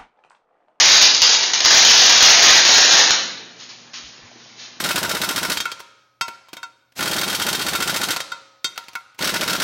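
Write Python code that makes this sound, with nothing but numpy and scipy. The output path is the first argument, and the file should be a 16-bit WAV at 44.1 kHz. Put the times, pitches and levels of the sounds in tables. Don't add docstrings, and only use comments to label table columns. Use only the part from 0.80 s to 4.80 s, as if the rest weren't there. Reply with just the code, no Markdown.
import sys
import numpy as np
from scipy import signal
from scipy.io import wavfile
from scipy.ndimage import uniform_filter1d

SR = 44100
rng = np.random.default_rng(int(sys.argv[2]) if len(sys.argv) > 2 else 0)


def file_out(sig):
    cols = np.atleast_2d(sig).T
    lim = np.clip(cols, -1, 1)
    pcm = np.round(lim * 32767).astype(np.int16)
    wavfile.write(sys.argv[1], SR, pcm)


def level_to_linear(level):
    exponent = np.asarray(level, float) / 20
    return 10 ** exponent


N = 176400
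EDGE_HZ = 6900
DIRECT_DB = -5


def burning(t):
    # start_s, length_s, start_level_db, end_level_db
    burns = [(-.5, 0.69, -11.5, -9), (.215, 0.05, -6, -12), (0.425, 0.058, -8, -15.5),
             (0.491, .03, -10, -12), (0.503, .047, -12.5, -11.5), (0.624, 0.019, -15, -12.5),
             (.733, 0.034, -11.5, -21.5), (0.791, 0.035, -42, -18), (0.842, 0.0094, -23, 4),
             (0.857, .04, -11.5, -14.5), (0.91, .13, -8.5, -10), (1.063, .22, -8, -8.5),
             (1.294, 0.092, -6.5, -11), (1.411, 0.02, -24, 6), (1.436, .19, -8, -10),
             (1.622, .195, -5, -11), (1.85, 0.21, -7.5, -10), (2.063, 0.04, -19, -7),
             (2.108, 0.065, -6.5, -13), (2.169, 0.054, -5.5, -10.5), (2.277, 0.016, -15, -13.5),
             (2.294, 0.027, -21.5, -36.5)]
    envelope = np.zeros(len(t))
    for start, length, db, end_db in burns:
        u = (t - start) / length
        spell = level_to_linear(db + (end_db - db) * np.clip(u, 0, 1)) * (u > 0) * (u < 1)
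        envelope = np.maximum(envelope, spell)
    return envelope


def popping(t):
    # start_s, peak_db
    pops = [(0.2139, 5.5), (0.3471, -1), (0.3794, -6), (0.4181, 7), (0.479, -3.5), (0.6384, -7.5),
            (0.7342, -4.5), (0.8046, 2), (0.842, -4), (0.8575, 7), (0.9059, 6), (1.0494, 8.5),
            (1.2984, 2.5), (1.4064, 7), (1.441, -11), (1.455, -23), (2.2754, -11.5), (2.3069, 6.5)]
    gain_db, t60_s = -3, 0.018
    envelope = np.zeros(len(t))
    for start, db in pops:
        envelope += level_to_linear(db + gain_db - 60 * np.clip(t - start, 0, 1) / t60_s) * (t > start)
    return envelope


def arc_colour(dry):
    # frequency_hz, level_db (per Hz)
    arc_spectrum = [(18, -76), (30, -39.5), (516, -9.5), (619, -8), (813, -4.5), (1200, -5.5), (3910, 1),
                    (6300, 2.5), (6900, 0), (8970, -51.5), (15200, -120)]
    # frequency_hz, width_hz, level_db (the level is not used)
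    plate_rings = [(887, 83, -7), (1640, 130, -3), (3850, 400, 0), (4650, 3900, 0)]
    ring_share = 0.36

    def response_db(hz):
        rings = sum(3.6 / (1 + ((hz - f) / (w / 2)) ** 2) for f, w, _ in plate_rings)
        return read(arc_spectrum, hz) + ring_share * rings

    return colour(dry, response_db)


def arc_body(dry, t):
    # time_s, body_db
    body = [(0, 0), (.22, -2), (.28, -4.5), (.55, -0.5), (.62, 1.5), (.83, 0), (.88, 4.5), (1.05, -1),
            (1.5, 0.5), (1.6, 2.5), (2.05, 1.5), (2.35, 3.5)]
    body_db = np.interp(t, *np.transpose(body))
    low = signal.sosfilt(signal.butter(2, 1370, fs=SR, output="sos"), dry)
    whistle = signal.lfilter(*signal.iirpeak(4700, 7.8, fs=SR), dry)
    varied = dry + (level_to_linear(body_db) - 1) * low + np.clip(-0.3 * body_db, 0, 3) * whistle
    drone = signal.lfilter(*signal.iirpeak(1776, 4.5, fs=SR), varied)
    return varied + np.clip(0.2044 * (body_db + 1.5), 0, 3) * drone


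def arc():
    lead = 22050
    t = (np.arange(N + lead) - lead) / SR
    flutter_db, sparks_per_s, spark_spread_db = 0.5, 2500, 3
    stray_db, strays_per_s, out_s = -24.5, 90, 2.35
    flutter = uniform_filter1d(rng.standard_normal(len(t)), size=300)
    flutter = evened(uniform_filter1d(flutter, size=300))
    burn = uniform_filter1d(burning(t), size=60) * level_to_linear(flutter_db * flutter)
    drive = burn * sparks(len(t), sparks_per_s, spark_spread_db)
    drive = drive + popping(t) * sparks(len(t), 14000, 2.6)
    drive = drive + level_to_linear(stray_db) * (t < out_s) * sparks(len(t), strays_per_s, 2.7)
    dry = arc_body(arc_colour(drive), t)
    return (level_to_linear(DIRECT_DB) * dry + level_to_linear(-3.5) * hall(dry))[lead:]


def seam():
    # start_s, rise_s, hold_s, level_db
    fizzes = [
        (2.764, 0.043, 0.024, -33.5),
        (2.885, .008, .015, -34.5),
        (3.133, 0.00065, 0.0036, -30.5),
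        (3.135, 0.0071, 0.042, -33),
        (3.227, .02, .08, -44.5),
        (3.545, 0.051, 0.12, -45.5),
        (3.747, 0.053, 0.048, -33),
    ]
    # frequency_hz, level_db (per Hz)
    fizz_spectrum = [(180, -21), (300, -8), (360, -22), (742, -17), (927, -10.5), (4300, -0.5), (6900, -5),
                     (8970, -36.5), (15200, -120)]
    hall_db, hall_lift_db = -12.5, 4
    t, shape = np.arange(N) / SR, np.zeros(N)
    for start, rise, hold, db in fizzes:
        fall_s = np.maximum(t - start - rise - hold, 0)
        shape += level_to_linear(db - 240 * fall_s) * np.clip((t - start) / rise, 0, 1) ** 2
    dry = colour(shape * sparks(N, 5000, 0.88), lambda hz: read(fizz_spectrum, hz))
    return level_to_linear(DIRECT_DB) * dry + level_to_linear(hall_db + hall_lift_db) * hall(dry, slower=1.22)


def hall(x, slower=1):
    # frequency_hz, t60_s
    reverberation = [(120, 1.7), (300, 1.58), (550, 0.93), (1040, 0.72), (1800, 0.82), (2600, 0.81),
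                     (4000, 0.76), (6500, 0.6)]
    taps = np.zeros((8, SR))
    at = np.arange(200, SR - 20, 20) + rng.integers(0, 20, (8, (SR - 201) // 20))
    np.put_along_axis(taps, at, rng.choice([-1., 1.], at.shape), 1)
    hz, t, z = signal.stft(taps, SR, nperseg=256)
    decay = level_to_linear(-60 * t / slower / read(reverberation, hz)[:, None])
    tails = signal.istft(z * decay, SR, nperseg=256)[1]
    away = (np.arange(len(x)) * 9 / SR - np.arange(8)[:, None]) % 8 - 1
    feeds = x * np.cos(np.pi / 2 * np.clip(away, -1, 1))
    echoes = signal.fftconvolve(feeds, tails / np.linalg.norm(tails[0]), axes=1)
    return echoes[:, :len(x)].sum(0)


def room_air():
    # frequency_hz, level_db (per Hz)
    air_spectrum = [(18, -61), (30, -11.5), (70, -39), (112, -12), (177, -5.5), (249, -9), (932, -8.5),
                    (5250, -10), (6900, -11), (8970, -41), (15200, -120)]
    frames, hz = N // 256 + 5, np.fft.rfftfreq(1024, 1 / SR)
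    a, b, patches = rng.standard_normal((frames, 513, 3)).T
    patches = uniform_filter1d(patches, size=10, axis=0)
    patches = evened(uniform_filter1d(patches, size=12, axis=1))
    gain = level_to_linear(read(air_spectrum, hz)[:, None] + 1.7 * patches) * (hz < EDGE_HZ)[:, None]
    noise = signal.istft((a + 1j * b) * gain, nperseg=1024, noverlap=768)[1][:N]
    return level_to_linear(-47) * evened(noise)


def mains_hum():
    # frequency_hz, level_db (rms)
    partials = [(120, -63), (240, -61), (360, -74)]
    t, hum = np.arange(N) / SR, np.zeros(N)
    for f, db in partials:
        waver = evened(uniform_filter1d(rng.standard_normal(N), size=5000))
        hum += level_to_linear(db + 3.5 + 0.5 * waver) * np.sin(2 * np.pi * f * t)
    return hum


def hands():
    # start_s, pitch_hz, level_db
    bumps = [
        (3.235, 60, -61),
        (3.405, 40.2, -73),
        (3.434, 102, -58),
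        (3.458, 245, -68),
        (3.515, 670, -51),
        (3.558, 327, -53.5),
        (3.66, 640, -56),
        (3.968, 295, -59),
    ]
    t, out = np.arange(N) / SR, np.zeros(N)
    for start, hz, db in bumps:
        u = np.clip((t - start) * hz, 0, 50)
        out += level_to_linear(db + 19) * u / 0.85 * np.exp(-u / 0.92) * np.sin(2 * np.pi * u)
    return out


def sparks(count, per_s, spread_db):
    size_db = spread_db * np.minimum(rng.exponential(1, count), 4)
    size = level_to_linear(size_db) * rng.choice([-1., 1.], count)
    return evened(size * (rng.random(count) < per_s / SR))


def colour(x, db_of):
    db = np.maximum(db_of(np.abs(np.fft.fftfreq(8192, 1 / SR))), -100)
    log_gain = db * np.log(10) / 20
    taps = np.fft.ifft(np.exp(np.conj(signal.hilbert(log_gain)))).real[:4096]
    return signal.oaconvolve(x, taps / np.linalg.norm(taps))[:len(x)]


def read(points, hz):
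    f, value = np.transpose(points)
    return np.interp(np.log(hz + 1), np.log(f + 1), value)


def evened(x):
    return x / np.sqrt(np.mean(x ** 2) + 1e-20)


def dropouts(x, share_of, size):
    hz, t, z = signal.stft(x, SR, nperseg=size, noverlap=size * 3 // 4)
    band, lag = np.arange(len(hz)) // 5, rng.integers(0, 7, len(hz))
    spell = (np.arange(len(t)) + lag[band][:, None]) // 7
    luck = rng.random((len(t), len(hz)))[spell, band[:, None]]
    heard = z * (luck > share_of(hz[:, None], t))
    return signal.istft(heard, SR, nperseg=size, noverlap=size * 3 // 4)[1][:, :N]


def scene():
    return (arc() + seam() + room_air() + mains_hum())[None]


def top_cut(x):
    return signal.sosfilt(signal.butter(12, 15830, fs=SR, output="sos"), x)


def record(dry):
    overload, knee, clip = 0.72, 3.14, 0.708
    dry = signal.sosfilt(signal.butter(3, 114, "high", fs=SR, output="sos"), dry)
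    dry = overload * np.tanh(np.abs(dry / overload) ** knee) ** (1 / knee) * np.sign(dry)
    low_pass = signal.firwin(1023, EDGE_HZ, window=("kaiser", 10), fs=SR)
    dull = signal.oaconvolve(dry, low_pass[None], "same")

    def middle_share(hz, t):
        return 0.15 * np.exp(-((hz - 2200) / 700) ** 2)

    def starved_share(hz, t):
        return 0.22 * (hz > 2300) * (t > 3.075) * (t < 3.118)

    dull = dropouts(dull, middle_share, size=4096)
    dull = dropouts(dull, starved_share, size=1024)
    return top_cut(np.clip(dull + hands(), -clip, clip))


dry = scene()
out = record(dry)
file_out(out)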